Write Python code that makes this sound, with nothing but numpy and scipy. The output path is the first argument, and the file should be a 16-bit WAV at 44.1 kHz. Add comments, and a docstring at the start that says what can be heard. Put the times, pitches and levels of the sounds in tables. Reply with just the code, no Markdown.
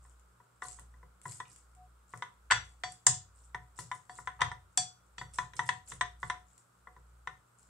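"""Wooden chopsticks toss a wet salad in a glass bowl, held by hand on the counter of a small, hard kitchen.
First the dressed leaves squelch and the tips, mostly through leaves, knock dully while the counter thuds.
Near 1.8 s a dragging tip makes the glass sing softly. From 2.5 s the knocks grow louder, and until 5.2 s
bare wood now and then skids on the wall or clinks and rings it. After 6.3 s the tossing eases off,
ending in one faint stir. Soft air noise and the hum of an appliance lie under it all."""
import sys
import numpy as np
from scipy import signal
from scipy.fft import rfft, irfft, next_fast_len
from scipy.io import wavfile
from scipy.ndimage import uniform_filter1d, map_coordinates

SR = 44100
rng = np.random.default_rng(int(sys.argv[2]) if len(sys.argv) > 2 else 0)


def generate_wav(sig):
    """Save sig (samples, or channels by samples) to the path in sys.argv[1] as 16-bit PCM at SR."""
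    pcm = np.round(np.clip(np.atleast_2d(sig).T, -1, 1) * 32767).astype(np.int16)
    wavfile.write(sys.argv[1], SR, pcm)


N = 339123
TIME = np.arange(N) / SR
AGE = np.arange(SR // 2) / SR  # seconds since a hit
TOP_HZ = 15750  # the highest pitch that is kept

# A mode is one tone that a struck thing rings with; its fade time (t60) is how long it takes to drop 60 dB.
# Modes of the chopstick and the full bowl's bottom: (pitch [Hz], relative level [dB], fade time [s])
KNOCK_MODES = [(414, -22.5, 0.03), (505, -24.5, 0.042), (734, -26, 0.3), (870, -19, .04),
               (995.6, -2, 0.045), (998.5, -13.5, 0.12), (1054.3, -8, .035), (1160.5, -14, 0.055),
               (1359, -10.5, 0.036), (1474, -13.5, 0.058), (1767, -5.5, 0.032), (1893, -2.5, 0.026),
               (1987, -6.5, .045), (2160, -17, .03), (2920, -26, 0.015), (3130, -17.5, 0.034),
               (3400, -20.5, 0.06), (3580, -13, 0.023), (3870, -27, 0.074), (5420, -21, .03),
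               (6010, -12, 0.011), (6330, -26.5, 0.099), (7650, -30.5, .04), (8180, -23.5, 0.072)]
# Modes of the counter and the cabinet below: (pitch [Hz], relative level [dB], fade time [s])
COUNTER_MODES = [(89.3, -13.5, 0.52), (113.84, 1.5, 0.23), (126.3, 2, 0.23), (160.4, -1, 0.2)]
# Chopstick tips knock on the bowl, most through leaves, a few bare and bright:
# (time [s], knock level [dB], brightness [dB], relative thud level [dB])
KNOCKS = [(.0506, -63, -12, -86), (.4008, -59.5, -16.5, -79), (.6208, -37.5, -8.5, -70),
          (.6484, -48.5, -39, -66), (.7873, -54, -9, -68), (.9386, -63, -10, -83), (1.0294, -56, -24, -66),
          (1.2548, -39.5, -14, -51), (1.401, -37.5, -0.5, -62), (2.1365, -42.5, -19, -55.5),
          (2.2223, -35, -0.5, -67.5), (2.5108, -26, 10, -50.5), (2.52, -22.5, 7, -47.5),
          (2.836, -35.5, 9.5, -58), (3.0669, -27, -5.5, -41.5), (3.5461, -35, -6.5, -58),
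          (3.788, -43, -5, -53), (3.9148, -33.5, -3, -60.5), (4.0951, -46, -1.5, -67.5),
          (4.1864, -44.5, -25.5, -62), (4.2731, -33, -4.5, -65), (4.407, -41, 10, -46),
          (4.4169, -22, 3.5, -43), (4.5154, -38.5, -4.5, -70.5), (4.7752, -43.5, 18, -52.5),
          (5.1817, -44.5, 10.5, -57.5), (5.2137, -39.5, -4, -55.5), (5.3856, -28, 1, -53),
          (5.5347, -54.5, 11.5, -61), (5.5921, -27, -2, -49.5), (5.6903, -25.5, 4, -52.5),
          (5.9192, -45, 8.5, -57.5), (6.01, -25.5, 2.5, -56.5), (6.2298, -33.5, -10.5, -52),
          (6.2991, -28.5, -0.5, -62), (6.8713, -48, -17, -72), (6.9644, -56, -12, -71.5),
          (7.2729, -35, -2.5, -63)]


def knocks():
    """The salad damps the bowl, so each knock is short; the counter's thud swells and dies slowly."""
    contact_colour = [(150, -25.5), (600, -13), (1500, 5.5), (3600, -3), (4600, -9.5), (8300, -13.5),
                      (11000, -43), (16000, -56)]
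    shuffle_colour = [(40, -1), (150, 2), (300, -7.5), (500, 0), (900, -33)]
    out = np.zeros((2, N))
    for start, db, bright_db, thud_db in KNOCKS:
        body = ring(KNOCK_MODES, scatter_db=1.5, detune=.0097, attack_s=.0011, apart_hz=6970,
                    bright_db=bright_db)
        contact = unit(burst(contact_colour, t60=.025), .0066)
        knock = unit(body, .0092) + amp(bright_db - 10.5) * contact
        add(out, start, in_kitchen(amp(db) * knock, wet_db=-9.5))
        thud = unit(ring(COUNTER_MODES, scatter_db=-.5, detune=.035, attack_s=.2, apart_hz=1500), .09)
        # the bowl shifts on its foot: 1 dB louder for every 2 dB of thud
        shuffle = unit(all_around(burst(shuffle_colour, t60=.3)), .07)
        add(out, start, amp(thud_db - 1) * thud + amp(.5 * thud_db - 34.5) * shuffle)
    return out


# Tone colour of a tick on the rim: (pitch [Hz], relative level [dB])
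TICK_COLOUR = [(600, -37), (2500, -25), (3600, -19), (4300, -18.5), (5500, -13.5), (7400, 1.5), (8200, -5),
               (9300, -14.5), (10400, -23), (12500, -36.5), (16000, -58.5)]
# High, quickly fading modes of the rim: (pitch [Hz], relative level [dB], fade time [s])
RIM_MODES = [(5750, -4.5, 0.067), (6900, -11, 0.033), (7440, 0.5, 0.049), (8230, -5.5, .1),
             (8730, -7.5, .1), (8660, -5, .1)]
# Modes of the freely ringing glass wall: (pitch [Hz], relative level [dB], fade time [s])
GLASS_MODES = [(734, 0, .23), (1007, -13, .2), (1795, -14, .17), (2430, -19, .17), (3415, -1.5, .22),
               (4560, .5, .17), (5830, -4.5, .25), (7294, -4, .22), (7811, -11, .23), (8856, -19, .22)]
# Bare wood hits the glass: (time [s], relative tick level [dB], ring level [dB], ring brightness [dB])
CLINKS = [(2.5095, -34, -38, 8.5), (2.52, -38, -50.5, 6.5), (2.836, -58, -42, -11),
          (3.0669, -13, -47.5, 4.5), (4.0951, -60.5, -56.5, -14.5), (4.408, -50, -58, -4),
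          (4.7747, -20.5, -37, 1.5), (5.1817, -71, -54.5, 3.5)]


def clinks():
    """A hard hit gives a sharp tick at the rim and leaves the glass ringing."""
    out = np.zeros((2, N))
    for start, tick_db, ring_db, bright_db in CLINKS:
        shared, apart = burst(TICK_COLOUR, t60=.016)
        crack = unit(shared + np.outer([.7, -.7], apart), .013)  # partly alike on the left and right
        rim = unit(ring(RIM_MODES, scatter_db=2, detune=.001, attack_s=.0004, apart_hz=20000), .012)
        tick = amp(tick_db - 4.5) * (crack + amp(-10.5) * rim)
        wall = ring(GLASS_MODES, scatter_db=1.5, detune=.0003, attack_s=.003, apart_hz=14000,
                    bright_db=bright_db)
        glass = amp(ring_db) * unit(wall, .07)
        add(out, start, in_kitchen(tick, wet_db=-4.5) + in_kitchen(glass, wet_db=-8))
    return out


# Tone colour of wet leaves: (pitch [Hz], relative level [dB])
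SQUELCH_COLOUR = [(300, -4.5), (1500, -7.5), (3000, -11), (4500, -14), (6200, -9), (7800, 3.5), (9200, -2),
                  (10500, -9), (12500, -18.5), (16000, -31)]
# Wet leaves snap apart: (time [s], relative level [dB])
SNAPS = [(0.196, -53), (0.7123, -38.5), (0.7955, -38), (1.2155, -44.5), (1.296, -58), (1.5614, -43),
         (1.75, -51), (2.1745, -40), (2.922, -35.5), (3.7897, -31), (5.385, -33.5), (5.9165, -35.5),
         (6.5789, -46.5)]


def wet_leaves(hiss_db=-8):
    """Films of dressing burst in clumps of tiny pops as the leaves slide and part."""
    clumps = amp(3 * wobble(60))
    fizz = bubble_pops() + amp(hiss_db) * rng.standard_normal((2, N))
    out = stirring() * clumps * unit(coloured(fizz, SQUELCH_COLOUR))
    for start, db in SNAPS:
        add(out, start, amp(db - 9.5) * unit(burst(SQUELCH_COLOUR, t60=.0096), .0016))
    return in_kitchen(out, wet_db=-3, build_s=.0015)


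def bubble_pops(count=5500, centre_hz=7200, spread=.35, fade_cycles=3, size_db=5):
    """Tiny bubbles burst at random times and places, each a high tone that dies in a few swings."""
    starts = (rng.random(count) * N).astype(int)
    hz = np.minimum(centre_hz * np.exp(spread * rng.standard_normal((count, 1))), TOP_HZ)
    size = np.minimum(rng.exponential(size=(count, 1)), 3)
    left_share = rng.random((count, 1))
    t = AGE[:SR // 300]
    pops = amp(size_db * size) * np.sin(2 * np.pi * hz * t) * np.exp(-hz * t / fade_cycles)
    slots = (starts[:, None] + np.arange(len(t))).ravel()  # where each pop's samples land
    sides = [np.bincount(slots, (pops * share).ravel(), N)[:N] for share in (left_share, 1 - left_share)]
    return unit(np.array(sides))


# The chopsticks push through the leaves: (time [s], length [s], level [dB])
STROKES = [(0, 0.11, -79), (0.609, .11, -54.5), (1.228, 0.13, -54.5), (1.469, 0.095, -66.5),
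           (2.074, 0.087, -68), (2.63, 0.025, -66), (2.883, 0.028, -60), (3.335, 0.13, -76),
           (3.756, .04, -52), (3.917, 0.04, -62.5), (4.098, 0.091, -59.5), (5.158, 0.054, -65.5),
           (5.328, 0.017, -50), (5.544, 0.023, -52.5), (5.644, 0.024, -55), (5.857, .04, -50),
           (6.188, 0.062, -59), (6.467, 0.13, -74), (7.567, 0.094, -75.5)]


def stirring(push_s=.03, settle_t60=.27, resting_db=-85):
    """How loud the leaves are: each stroke builds, holds while the tips travel, and dies as they settle."""
    effort = np.full(N, amp(resting_db))
    for start, length, db in STROKES:
        push = np.clip((TIME - start) / push_s, 0, 1)
        settle = fade(np.maximum(TIME - start - length, 0), settle_t60)
        effort += amp(db) * push * settle
    return effort


# A tip skids and chatters along the wall: (time [s], length [s], level [dB], centre pitch [Hz])
SKIDS = [(1.453, 0.0049, -61.5, 2660), (2.501, .022, -27, 1555), (4.389, 0.054, -42, 1110)]


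def skids(slips_per_s=900, width=.45):
    """Quick, uneven slips swell and ease, shaking one broad mode of the chopstick."""
    out = np.zeros((2, N))
    for start, length, db, centre_hz in SKIDS:
        def wood(hz):
            """The chopstick answers most near its centre pitch."""
            damping = 1j * hz * width * centre_hz
            return (damping / (centre_hz ** 2 - hz ** 2 + damping)) ** 2

        slips = rng.random(len(AGE)) < slips_per_s / SR
        hiss = .032 * rng.standard_normal((2, len(AGE)))
        pressure = np.sin(np.pi * np.minimum(AGE / length, 1))
        chatter = unit(filtered((slips + hiss) * pressure, wood), length)
        add(out, start, in_kitchen(amp(db) * chatter, wet_db=-.5))
    return out


# A tip drags on the glass and makes it sing: (time [s], length [s], level [dB])
RUBS = [(1.759, 0.12, -55.5)]


def rubs():
    """Rubbing swells the lowest mode of the glass for a moment."""
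    out = np.zeros((2, N))
    lowest_hz = GLASS_MODES[0][0]
    for start, length, db in RUBS:
        t = AGE[AGE < length]
        tone = np.sin(np.pi * t / length) * np.sin(2 * np.pi * lowest_hz * t)
        add(out, start, amp(db) * np.array([tone, tone]))
    return out


# How long the kitchen echoes: (pitch [Hz], fade time [s])
ECHO_TIMES = [(120, 0.71), (500, 0.28), (1500, 0.23), (4000, 0.3), (8000, 0.24), (14000, 0.067)]


def in_kitchen(x, wet_db, build_s=.0021):
    """A sound plus its dense echo off counter, tiles and cupboards; wet_db sets the echo's level."""
    hz, t, bands = signal.stft(rng.standard_normal((2, len(AGE))), SR, nperseg=256)
    bands = bands * fade(t, along(ECHO_TIMES, hz)[:, None])
    echo = signal.istft(bands, SR, nperseg=256)[1][:, :len(AGE)]
    echo *= 1 - np.exp(-(AGE / build_s) ** 2)
    echo = all_around(echo / np.linalg.norm(echo[0]))
    return x + amp(wet_db) * signal.fftconvolve(x, echo, axes=1)[:, :x.shape[1]]


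# Tone colour of the room's air: (pitch [Hz], relative level [dB])
AIR_COLOUR = [(25, -32), (45, -18), (65, -17), (110, -16.5), (180, -24), (270, -25.5), (450, -23.5),
              (700, -26.5), (1000, -22), (1380, -17.5), (1800, -31.5), (2600, -36), (5500, -39.5),
              (6800, -39.5), (7500, -32.5), (8900, -36), (9800, -39), (16000, -45.5)]
# The tones in each hum: (multiple of the lowest pitch, level [dB])
HUM_TONES = [(1, -63), (2, -77.5), (3, -85.5)]


def air_and_hum(air_db=-69, mains_hz=60.02, motor_hz=58.88, waver_db=1.5, in_step_s=.04):
    """Soft air noise and an appliance: its motor lags the mains power, so the two hums throb slowly."""
    air = unit(coloured(all_around(rng.standard_normal((2, N))), AIR_COLOUR))
    hum = np.zeros(N)
    for hz in (mains_hz, motor_hz):
        phase = 2 * np.pi * hz * (TIME - in_step_s) + .15 * wobble(1.5)
        for multiple, db in HUM_TONES:
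            hum += amp(db + waver_db * wobble(1.3)) * unit(np.sin(multiple * phase))
    return amp(air_db) * air + hum


# How alike the room sounds on the left and right: (pitch [Hz], likeness [0 to 1])
LIKENESS = [(60, 1), (300, 0.26), (1200, 0.19), (4000, 0.059), (10000, 0.12)]


def all_around(noises):
    """Blend two noises so they seem to come from all around: alike in the bass, unrelated up high."""
    def blend(hz):
        """How much is shared by both sides, and how much is opposite."""
        angle = np.arccos(np.clip(along(LIKENESS, hz), -1, 1)) / 2
        return np.array([np.cos(angle), np.sin(angle)])

    shared, apart = filtered(noises, blend)
    return np.array([shared + apart, shared - apart])


def ring(modes, scatter_db, detune, attack_s, apart_hz, bright_db=0):
    """Struck modes vary with the spot that is hit; high ones reach left and right out of step."""
    hz, db, t60 = np.transpose(modes)[..., None]
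    strength, tuning, flip, lag = rng.standard_normal((4, len(modes), 1))
    treble = np.clip(np.log2(hz / 1500), 0, 1)
    level = amp(db + scatter_db * strength + bright_db * treble)
    phase = 2 * np.pi * hz * (1 + detune * tuning) * AGE + np.pi * (flip > 0)
    offset = lag * np.minimum(hz / apart_hz, 1)
    loudness = level * fade(AGE, t60) * (1 - np.exp(-AGE / attack_s))
    return np.array([(loudness * np.sin(phase + side * offset)).sum(0) for side in (-1, 1)])


def burst(colour, t60):
    """A fading puff of noise with the given tone colour."""
    return coloured(rng.standard_normal((2, len(AGE))) * fade(AGE, t60), colour)


def coloured(x, colour):
    """Shape x with (pitch [Hz], level [dB]) points."""
    n = x.shape[-1]
    padded = 2 * next_fast_len(n // 2 + 4096)
    gain = amp(along(colour, np.fft.rfftfreq(padded, 1 / SR)))
    # fold the filter's early half onto its late half (minimum phase), so nothing sounds before its cause
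    cepstrum = irfft(np.log(gain), padded)
    cepstrum[1:padded // 2] *= 2
    cepstrum[padded // 2 + 1:] = 0
    return irfft(rfft(x, padded) * np.exp(rfft(cepstrum)), padded)[..., :n]


def filtered(x, response):
    """Turn each pitch in x up or down by response(hz)."""
    n = x.shape[-1]
    padded = next_fast_len(n + 8192)
    hz = np.fft.rfftfreq(padded, 1 / SR)
    return irfft(rfft(x, padded) * response(hz), padded)[..., :n]


def amp(db):
    """Turn decibels into a number to multiply by."""
    return 10 ** (np.asarray(db) / 20)


def unit(x, span_s=None):
    """Scale to an average (rms) level of 1, over all of x or over its first span_s seconds."""
    head = x if span_s is None else x[..., :int(span_s * SR)]
    return x / np.sqrt(np.mean(head ** 2) + 1e-20)


def fade(t, t60):
    """Die away smoothly, 60 dB down after t60 seconds."""
    return np.exp(-np.log(1000) * t / t60)


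def along(points, hz):
    """Read between (pitch [Hz], value) points, with octaves evenly spaced."""
    pitches, values = np.transpose(points)
    return np.interp(np.log(hz + 1), np.log(pitches), values)


def wobble(rate):
    """A smooth curve through rate random values a second."""
    return map_coordinates(rng.standard_normal(int(N * rate / SR) + 4), [TIME * rate])


def add(track, start, sound):
    """Mix a sound into the track, start seconds in."""
    part = track[:, max(round(start * SR), 0):][:, :sound.shape[-1]]
    part += sound[:, :part.shape[1]]


# How far the bowl's sound leans to the left: (pitch [Hz], left minus right [dB])
BALANCE = [(100, 3), (400, -0.5), (1000, 2.5), (2000, 2.5), (3500, 0), (6500, 2.5), (7500, 6.5),
           (8200, -5.5), (12000, -1)]


def scene():
    """The bowl sits a little to the left; each side favours different parts of the treble."""
    bowl = knocks() + clinks() + skids() + rubs() + wet_leaves()
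    lean = lambda hz: amp(np.outer([.5, -.5], along(BALANCE, hz)))
    return filtered(bowl, lean) + air_and_hum()


def record(dry):
    """Turn down faint bass, round off the sharpest peaks and cut everything above TOP_HZ."""
    bass_hz, faint_db, ceiling = 100, -54.5, .95
    bass = filtered(dry, lambda hz: 1 / (1 + (hz / bass_hz) ** 8))
    bass_power = uniform_filter1d(np.mean(bass ** 2, axis=0), size=SR // 10)
    bass_kept = np.minimum(np.sqrt(np.abs(bass_power)) / amp(faint_db), 1)
    thinned = dry - bass * (1 - bass_kept)
    rounded = thinned / (1 + np.abs(thinned / ceiling) ** 6) ** (1 / 6)
    return filtered(rounded, lambda hz: hz < TOP_HZ)


dry = scene()
out = record(dry)
generate_wav(out)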